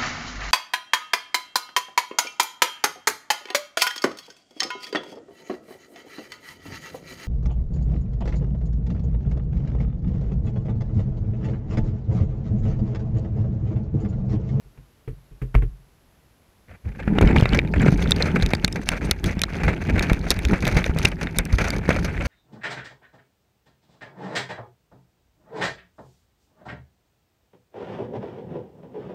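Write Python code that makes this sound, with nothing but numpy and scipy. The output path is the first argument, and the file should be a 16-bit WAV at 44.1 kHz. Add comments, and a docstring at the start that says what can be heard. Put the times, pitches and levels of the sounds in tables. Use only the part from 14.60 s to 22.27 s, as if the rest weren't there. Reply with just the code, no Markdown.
"""Hauling a wire fish trap

A stream bed, heard close up from a camera inside the trap. Fish bump the sunken cage with dull
knocks. The trap is hauled up: water churns and bubbles, then drains and spatters through the mesh.
Drops smack the housing right at the microphone and the stranded fish flap against the wet wire."""
import sys
import numpy as np
from scipy import signal
from scipy.fft import rfft, irfft, next_fast_len
from scipy.io import wavfile
from scipy.ndimage import map_coordinates

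SR = 44100
rng = np.random.default_rng(int(sys.argv[2]) if len(sys.argv) > 2 else 0)


def master_out(mix):
    """Clip the mix to full scale and print it as 16-bit PCM to the path in sys.argv[1]."""
    frames = np.transpose(np.atleast_2d(mix))
    ceiling = np.clip(frames, -1, 1)
    pcm = np.round(ceiling * 32767).astype(np.int16)
    wavfile.write(sys.argv[1], SR, pcm)


N = 338235

# heaves of the trap and its thrashing fish: t/s, hold/s, sway/dB, churn/dB, spatter/dB
HEAVES = [(2.089, 0.069, -40.5, -53.5, -50), (2.253, 0.052, -22.5, -37.5, -46.5),
          (2.504, 0.07, -32, -18, -43), (2.617, 0.041, -7, -19.5, -27.5), (2.702, 0.085, -20, -12.5, -49),
          (2.926, 0.061, -17, -18, -34), (3.162, 0.035, -16.5, -30, -30), (3.205, 0.072, -21, -17.5, -25),
          (3.749, 0.034, -25, -18.5, -31), (3.828, 0.032, -10.5, -31, -28.5),
          (4.149, 0.044, -31, -24.5, -49), (4.309, 0.032, -27, -26.5, -28),
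          (4.412, 0.081, -21, -23.5, -38.5), (4.641, 0.069, -18, -24, -31), (4.774, 0.06, -23, -45, -57),
          (4.927, 0.056, -29, -26.5, -32.5), (5.036, 0.066, -13.5, -20.5, -35.5),
          (5.285, .12, -17, -22.5, -53), (5.763, 0.018, -16, -35, -34), (5.85, 0.019, -13, -27.5, -31),
          (5.902, 0.026, -31, -15, -31.5), (6.027, 0.04, -34, -16, -29), (6.125, 0.071, -17, -22.5, -29.5),
          (6.372, 0.11, -24, -28, -29), (6.62, 0.041, -31, -27, -32), (6.771, .03, -16.5, -22, -37),
          (6.929, 0.019, -12.5, -30, -26.5), (7.004, 0.049, -22, -24, -26), (7.133, 0.058, -15, -24.5, -30),
          (7.281, 0.076, -31, -23, -29), (7.381, .05, -16, -27.5, -32.5), (7.568, 0.13, -21.5, -31, -33.5)]
# spectrum of water spattering off the mesh: f/Hz, level/dB
SPATTER_SPECTRUM = [(250, -12), (500, 7.5), (800, 1.5), (1080, -4), (1550, 3.5), (1850, 0), (2300, 4),
                    (2600, -2), (3000, -13.5), (4400, -22), (5300, -27), (6200, -35), (7200, -26),
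                    (12000, -46)]
# spectrum of fine spray: f/Hz, level/dB
SPRAY_SPECTRUM = [(1500, -1.5), (3000, 12), (4400, 16.5), (5400, 11), (6250, 16.5), (7600, -3.5),
                  (9500, 3.5), (11500, -2.5), (13000, -2), (15000, -10)]


def water():
    """Water all round the microphone, leaving the mesh in uneven spurts as the trap is hauled."""
    sway, churn, spatter, spray = flow_strength()
    spurts = amp(5.28 * wobble(rate=59))
    flicks = spurts * amp(4.5 * wobble(rate=35))
    return (churning(sway, churn) + draining(spatter, spray, spurts, flicks)
            + escaping_air(churn, spatter, spray, flicks))


def flow_strength():
    """Envelopes of sway, churn, spatter and spray: each heave shifts water on top of the steady flow."""
    # first stir as the trap is gripped, then steady flow: t/s, churn/dB, spatter/dB, spray/dB
    stir = [(2.25, -48, -49.5, -67), (2.45, -30, -40, -65)]
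    flow = [(2.5, -27, -34.5, -69), (2.67, -11.5, -29, -78), (2.79, -23.5, -32.5, -47),
            (2.97, -23, -31.5, -72), (3.16, -21, -48.5, -62), (3.41, -17.5, -30, -43.5),
            (3.78, -19, -33.5, -51), (4.06, -27, -40, -61), (4.26, -30, -40.5, -50.5),
            (4.69, -31, -42, -64), (5.38, -19.5, -28.5, -51.5), (5.69, -24.5, -35.5, -49),
            (6.26, -22.5, -35, -49.5), (6.54, -27, -42.5, -64), (6.75, -28.5, -40.5, -58),
            (7.15, -25, -33, -59), (7.67, -25.5, -36, -58)]
    times, *levels = np.vstack([stir, flow]).T
    churn, spatter, spray = [amp(np.interp(clock(N), times, db, left=-120)) for db in levels]
    power = np.array([amp(-1) * churn, amp(-4) * churn, spatter, spray]) ** 2  # churn feeds sway too
    rise_s = 0.018
    t = clock() - rise_s
    build_up = np.clip(1 + t / rise_s, 0, 1) ** 2
    for s, hold, sway_db, churn_db, spatter_db in HEAVES:
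        spray_db = spatter_db - 16 - 11.5 * sunk(s)  # less spray under water
        heave = build_up * fade(np.maximum(t - hold, 0), t60=.11)
        for track, db in zip(power, (sway_db, churn_db, spatter_db, spray_db)):
            add(track, s - rise_s, (amp(db) * heave) ** 2)
    return np.sqrt(power)


def churning(sway, churn):
    """Moving water sways the cage with a low rumble and sloshes through it."""
    # spectra of the sway and the slosh: f/Hz, level/dB
    sway_spectrum = [(12, -48.5), (25, -1.5), (46, 11.5), (65, 7), (95, 7.5), (130, -12), (250, -71.5)]
    slosh_spectrum = [(60, -20), (115, -5.5), (160, 7.5), (210, 1.5), (260, -3.5), (420, -7), (560, -26.5),
                      (900, -18.5), (1500, -77.5)]
    rumble = unit(colour(patter(rate=510, spread_db=3.5), sway_spectrum))
    slosh = unit(colour(patter(rate=500, spread_db=2.5), slosh_spectrum))
    return amp(-5) * sway * rumble + amp(-3) * churn * slosh


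def draining(spatter, spray, spurts, flicks):
    """Wash and mist leave the mesh; heavier droplets shatter, loose gouts land and run off."""
    wash = unit(spurts * colour(patter(rate=1400, spread_db=2), SPATTER_SPECTRUM))
    mist = unit(flicks * colour(patter(rate=2500, spread_db=4), SPRAY_SPECTRUM))
    ticks = splatter(patter(rate=38, spread_db=4), SPRAY_SPECTRUM, t60=.022, count=2048)
    gouts = splatter(patter(rate=16, spread_db=3), SPATTER_SPECTRUM, t60=.036, count=4096)
    return spatter * (amp(-5) * wash + amp(-11) * gouts) + spray * amp(-3) * (mist + ticks)


def escaping_air(churn, spatter, spray, flicks):
    """Big air pockets glug; small ones gurgle, fizz, and plink once the mesh breaks the surface."""
    t = clock(N)
    surfaced = np.interp(t, [2.55, 2.65], [0, 1])
    glugs = bubbles(centre_hz=200, spread=.45, cycles=9, size_db=12, count=420, length=4096)
    gurgle = bubbles(centre_hz=1900, spread=.22, cycles=17, size_db=14, count=800)
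    plinks = surfaced * bubbles(centre_hz=3700, spread=.25, cycles=28, size_db=22, count=380)
    fizz = unit(flicks * bubbles(centre_hz=7500, spread=.3, cycles=24, size_db=20, count=500))
    return (churn * amp(-9 + 4.7 * sunk(t)) * glugs
            + spatter * (amp(-10.5) * gurgle + amp(-25 + 7.8 * sunk(t)) * plinks)
            + spray * amp(-5.5) * fizz)


def lurches():
    """Each heave throws the whole cage into one short, heavy swing."""
    out, t = np.zeros(N), clock(count=16384)
    for s, _, sway_db, _, _ in HEAVES:
        hz = 48.2 * np.exp(0.2 * rng.uniform(-0.92, 1))
        add(out, s, amp(sway_db + 3) * ring(t, hz, t60=.19, attack=.012))
    return out


def drops():
    """A drop cracks on the housing, knocks its shell and snaps around a tiny ringing bubble."""
    # the largest drops and bursting bubbles: t/s, ring/dB, f/Hz, crack/dB, knock/dB
    hits = [(2.586, -14.5, 2880, -18.5, -15), (2.613, -26, 2320, -13, -15), (2.675, -20, 2990, -39, -24),
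            (2.784, -15, 2880, -28, -34), (2.799, -25, 4230, -30, -24), (2.810, -21, 3200, -14.5, -44),
            (2.856, -10, 2370, -33, -11), (2.933, -14.5, 2940, -31, -45), (2.990, -5.5, 2340, -45, -42),
            (3.075, -28.5, 2350, -39, -45), (3.509, -24, 3900, 0.5, -24), (3.5187, -3, 3660, -26, -19),
            (3.624, -8, 4100, -37, -22), (3.824, -14.5, 4000, -18, -20), (3.862, -15.5, 2460, -6.5, -44),
            (3.935, -9.5, 2430, -10, -9.5), (3.950, -16, 4600, -38, -22), (4.046, -4, 4250, -6.5, -12.5),
            (4.079, -14.5, 2450, -14, -19.5), (4.126, -19.5, 5340, -36, -39), (4.289, -6.5, 2740, 4, -14),
            (4.511, -8, 4430, 0.5, -15), (4.6416, -18.5, 3330, -12, -18), (4.793, -20.5, 2270, -17, -45),
            (4.817, -8, 2470, -1, -20), (4.836, -6.5, 4000, -15, -16.5), (5.394, -11, 2340, -7, -41),
            (5.532, -16, 2420, -14, -21), (5.705, -10.5, 3870, 7.5, -16.5), (5.708, -11.5, 2430, -14, -12),
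            (5.790, -20, 2330, -15, -24), (5.851, -11, 2510, -10.5, -36), (6.053, -16, 2510, -11.5, -27),
            (6.078, -22, 2340, -7, -43), (6.242, -12.5, 2210, -36, -38), (6.387, -15, 2240, -5.5, -29),
            (6.4503, -6, 2510, -5, -7), (6.4534, 1, 2770, -30, -20), (6.453, -5, 5220, -18, -30),
            (6.517, -24.5, 2900, -50, -34), (6.671, -21, 2400, -37, -20.5), (6.786, -12, 3650, 6, -28),
            (6.853, -30, 2460, -15, -45), (7.104, -16, 4680, -10, -20), (7.2907, -27, 2300, -39, -10)]
    # spectra of the crack and the shell's knock: f/Hz, level/dB
    crack_spectrum = [(1500, -31), (3700, 4), (4500, 3), (5400, 5), (7000, 1.5), (10000, -0.5), (14300, -5),
                      (16000, -13)]
    shell_spectrum = [(200, 21.5), (600, 8.5), (1100, 7.5), (2200, 12.5), (3000, -49), (4500, -44),
                      (9000, -50)]
    out, t = np.zeros(N), clock(count=4096)
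    for s, db, hz, crack_db, knock_db in hits:
        clean_db = 3 * sunk(s)  # under water the bubble rings more purely
        bubble = amp(db + clean_db) * ring(t, hz, t60=.011, attack=.00048)
        snap_spectrum = [(hz / 3, -26), (hz, 0), (hz * 2, -17), (hz * 4, -36)]
        snap = amp(db - 8 - clean_db) * burst(t, snap_spectrum, t60=.012)
        crack = amp(crack_db) * burst(t, crack_spectrum, t60=.0038) * onset(t, .0011)
        shell = amp(knock_db) * burst(t, shell_spectrum, t60=.021)
        housing = amp(db - 6.5) * ring(t, hz=3695, t60=.013, attack=.00047)
        add(out, s, bubble + snap + crack + shell + housing)
        add(out, s + rng.uniform(.0001, .0004), 0.4 * crack)  # echo in the water film
    return out


def slaps():
    """A slap shakes the wet mesh, squeezes out pockets of air and throws off a short spray."""
    # splashes and wet tail slaps: t/s, splash/dB, spray/dB, splash t60/s
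    hits = [(2.478, -25.5, -65, .033), (2.709, -22.5, -55, 0.064), (2.761, -12.5, -39, .041),
            (2.947, -19, -25.5, .07), (3.138, -17.5, -59, .033), (3.262, -24, -37, 0.044),
            (3.282, -17, -43, .033), (3.603, -23, -57, .19), (3.656, -27, -38, .3),
            (3.759, -15.5, -36, .051), (3.905, -29, -37, .11), (4.158, -26, -34, .09),
            (4.317, -26, -38, .15), (4.415, -33, -47, .14), (4.512, -22.5, -13, .037),
            (4.659, -33, -33.5, .27), (5.034, -23.5, -35, .15), (5.08, -16.5, -48, .11),
            (5.297, -23, -36, .058), (5.379, -20.5, -40, .057), (5.425, -24.5, -26, .15),
            (5.497, -18, -30.5, .068), (5.712, -20.5, -15, .067), (5.934, -22, -40, .16),
            (6.024, -23.5, -32.5, .076), (6.068, -19.5, -27, .074), (6.113, -28, -35.5, .12),
            (6.169, -19, -27, .15), (6.262, -19.5, -27.5, .038), (6.612, -26, -34, .079),
            (6.63, -28.5, -29.5, .072), (6.786, -21, -28.5, .1), (6.984, -20.5, -29, .13),
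            (7.042, -24, -32.5, .13), (7.292, -25, -23.5, 0.031), (7.305, -14, -40, .057),
            (7.362, -21, -34, .072), (7.446, -27.5, -28.5, .14)]
    out, t = np.zeros(N), clock(count=12000)
    for s, db, spray_db, t60 in hits:
        splash = amp(db) * burst(t, SPATTER_SPECTRUM, t60)
        spray = amp(spray_db) * burst(t, SPRAY_SPECTRUM, 0.39 * t60)
        add(out, s, splash + spray)
        # three pockets ring, weaker as the slap dies away
        for delay, hz in rng.uniform([0, 1350], [t60 / 5, 2500], (3, 2)):
            add(out, s + delay, amp(db + 2) * fade(delay, t60) * ring(t, hz, t60=.018, attack=.0005))
    return out


def thuds():
    """A shove on the housing: a broad push with a sharp pop at its front, then a short low swing."""
    # shoves by water and fish: t/s, push/dB, swing f/Hz, pop/dB
    shoves = [(2.477, -4.5, 213, -12), (2.585, -11, 154, 4), (2.611, -20, 90, 3.5), (2.627, 2, 88, -22),
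              (2.76, -1, 157, -2), (2.804, -13, 163, -3.5), (2.8249, 2.5, 120, -9), (3.286, 1, 135, -10),
              (3.325, -1.5, 170, -31), (3.935, -12, 69, 0.5), (4.043, -6.5, 178, -14),
              (4.512, -7.5, 85, -17), (4.77, -10, 186, -38), (5.376, -8, 68.5, -15), (5.517, 4, 52.5, -28),
              (5.707, -6, 73, -28), (5.932, -1.5, 53, -4), (6.028, -10, 153, -13), (6.166, -2, 159, -27),
              (6.296, -3.5, 67.4, -31), (6.363, -7.5, 158, -11.5), (7.291, -9, 99, 4)]
    out, t = np.zeros(N), clock(count=8192)
    for s, db, hz, pop_db in shoves:
        blow = amp(db) * push(t, width=.0016) + amp(pop_db) * push(t, width=.00048)
        swing = amp(db - 9.5) * ring(t, hz, t60=.1, attack=.0004)
        add(out, s, -blow * onset(t, .00015) - swing)
    return out


def knocks():
    """Each bump of a fish scrapes the wire, shakes the mesh and sets the water-damped cage swaying."""
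    # bumps on the sunken cage: t/s, scrape/dB, sway/dB, hoop/dB, scrape t60/s
    bumps = [(0.047, -70, -39, -47.5, .07), (0.174, -55.5, -39, -42, .085), (.476, -45, -25, -24, .1),
             (0.71, -64, -35, -44.5, .07), (.816, -41.5, -19, -23, .1), (.943, -32.5, -37, -18.5, .12),
             (.951, -14.5, -2, -18, 0.021), (.983, -45, -35, -40, .05), (1.021, -38, -19, -22, 0.083)]
    # cage modes under water: f/Hz, level/dB, t60/s, part (0 sway, 1 hoop)
    modes = [(44.9, -1, 0.32, 0), (119, 5, 0.18, 1), (135.8, -9.5, 0.46, 1)]
    # spectra of shaken mesh and scraped wire: f/Hz, level/dB
    mesh_spectrum = [(120, -9), (250, -3), (340, -5.5), (440, -1.5), (560, -19), (900, -47)]
    wire_spectrum = [(200, -15), (600, 1), (1100, 2), (1400, 1), (2200, 1.5), (3000, -8.5), (4500, -27),
                     (9000, -39)]
    out, t = np.zeros(N), clock()
    for s, scrape_db, sway_db, hoop_db, scrape_t60 in bumps:
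        for hz, db, t60, part in modes:
            detuned_hz = hz * (1 + 0.066 * rng.uniform(-1, 1))
            waver = 0.8 * wobble(hz / 2, count=len(t))  # moving water bends the phase
            mode = np.sin(2 * np.pi * detuned_hz * t + waver) * fade(t, t60) * onset(t, .0058)
            add(out, s, amp((sway_db, hoop_db)[part] + db) * mode)
        mesh = burst(t, mesh_spectrum, t60=.16) * onset(t, .0017)
        scrape = burst(t, wire_spectrum, scrape_t60) * onset(t, .00038)
        add(out, s, amp(hoop_db - 9) * mesh + amp(scrape_db) * scrape)
    return out


def noise_floor():
    """Faint underwater hush and the microphone's thin high hiss."""
    # underwater hush, with microphone hiss at 11-13 kHz: f/Hz, level/dB
    floor_spectrum = [(15, -17), (25, -5), (53, 2), (450, -12.5), (1000, -17), (3400, -24.5), (6000, -28.5),
                      (9800, -33), (11000, -24.5), (12000, -27), (13000, -36), (15000, -31)]
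    return amp(-58.5) * unit(colour(rng.standard_normal(N), floor_spectrum))


def sunk(s):
    """1 while the trap is under water, 0 once it is in the air."""
    return np.interp(s, [3.5, 3.9], [1, 0])


def bubbles(centre_hz, spread, cycles, size_db, count, length=1024):
    """Bubbles at random times; each rings for some cycles and rises a little in pitch."""
    when, size = rng.random((2, count, 1))
    hz = np.clip(centre_hz * np.exp(spread * rng.standard_normal((count, 1))), 60, SR / 4)
    t = clock(length)
    age = t * hz / cycles
    rise = 1 + 0.027 * np.minimum(age, 1)
    sound = amp(size_db * size ** 3) * np.sin(2 * np.pi * hz * t * rise) * fade(age, 0.99)
    at = (when * N).astype(int) + np.arange(length)
    return unit(np.bincount(at.ravel(), sound.ravel(), N)[:N])


def patter(rate, spread_db):
    """Random droplet impacts of uneven size, rate a second, at rms 1."""
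    size = amp(spread_db * np.minimum(rng.standard_normal(N), 2)) * rng.choice([-1, 1], N)
    return unit(size * (rng.random(N) < rate / SR))


def splatter(impacts, spectrum, t60, count):
    """Each impact breaks up into a short tail of coloured noise."""
    tails = signal.fftconvolve(np.abs(impacts), fade(clock(count), t60))[:N]
    return unit(colour(tails * rng.standard_normal(N), spectrum))


def push(t, width):
    """One steep rise of pressure and the shallow suction after it."""
    u = t / width
    return u * (2 - u) * np.exp(-u)


def ring(t, hz, t60, attack):
    """One damped mode."""
    return np.sin(2 * np.pi * hz * t) * fade(t, t60) * onset(t, attack)


def burst(t, spectrum, t60):
    """A coloured puff of noise that starts near rms 1 and dies away."""
    shape = fade(t, t60)
    puff = colour(rng.standard_normal(len(t)) * shape, spectrum)
    return puff * np.linalg.norm(shape) / np.linalg.norm(puff)


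def colour(x, spectrum):
    """Minimum-phase filter of unit energy, shaped by rows of f/Hz, level/dB."""
    size = 4096
    hz, db = np.transpose(spectrum)
    gain = amp(np.interp(np.log(np.fft.rfftfreq(size, 1 / SR) + 1), np.log(hz), db))
    cepstrum = irfft(np.log(gain + 1e-6))
    cepstrum[1:size // 2] *= 2
    cepstrum[size // 2 + 1:] = 0
    response = irfft(np.exp(rfft(cepstrum)))
    return signal.fftconvolve(x, response / np.linalg.norm(response))[:len(x)]


def wobble(rate, count=N):
    """A smooth random curve, rate knots a second."""
    return map_coordinates(rng.standard_normal(4096), [clock(count) * rate], mode="mirror")


def onset(t, attack):
    """Rise from 0 to 1 with time constant attack."""
    return 1 - np.exp(-t / attack)


def fade(t, t60):
    """Exponential decay by 60 dB in t60."""
    return np.exp(-np.log(1000) * t / max(t60, 1e-4))


def add(track, s, sound):
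    """Mix a sound into the track at time s."""
    part = track[max(0, round(s * SR)):][:len(sound)]
    part += sound[:len(part)]


def amp(db):
    """Decibels to gain."""
    return 10 ** (np.asarray(db) / 20)


def unit(x):
    """Scale to rms 1."""
    return x / np.sqrt(np.mean(x ** 2) + 1e-20)


def clock(count=SR // 2):
    """Sample times from zero."""
    return np.arange(count) / SR


def scene():
    """Everything in mono, from inside the trap."""
    return (noise_floor() + knocks() + water() + lurches() + drops() + slaps() + thuds())[None]


def record(dry):
    """The camera rounds off the highest peaks and passes 12 Hz to 15.3 kHz."""
    rounded = dry / (1 + np.abs(dry) ** 6) ** (1 / 6)
    size = next_fast_len(N + SR // 2)
    hz = np.fft.rfftfreq(size, 1 / SR)
    low_cut = 1j * hz / (12 + 1j * hz)
    high_cut = 1 / (1 + (hz / 15300) ** 60)
    return irfft(rfft(rounded, size) * low_cut * high_cut, size)[..., :N]


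dry = scene()
out = record(dry)
master_out(out)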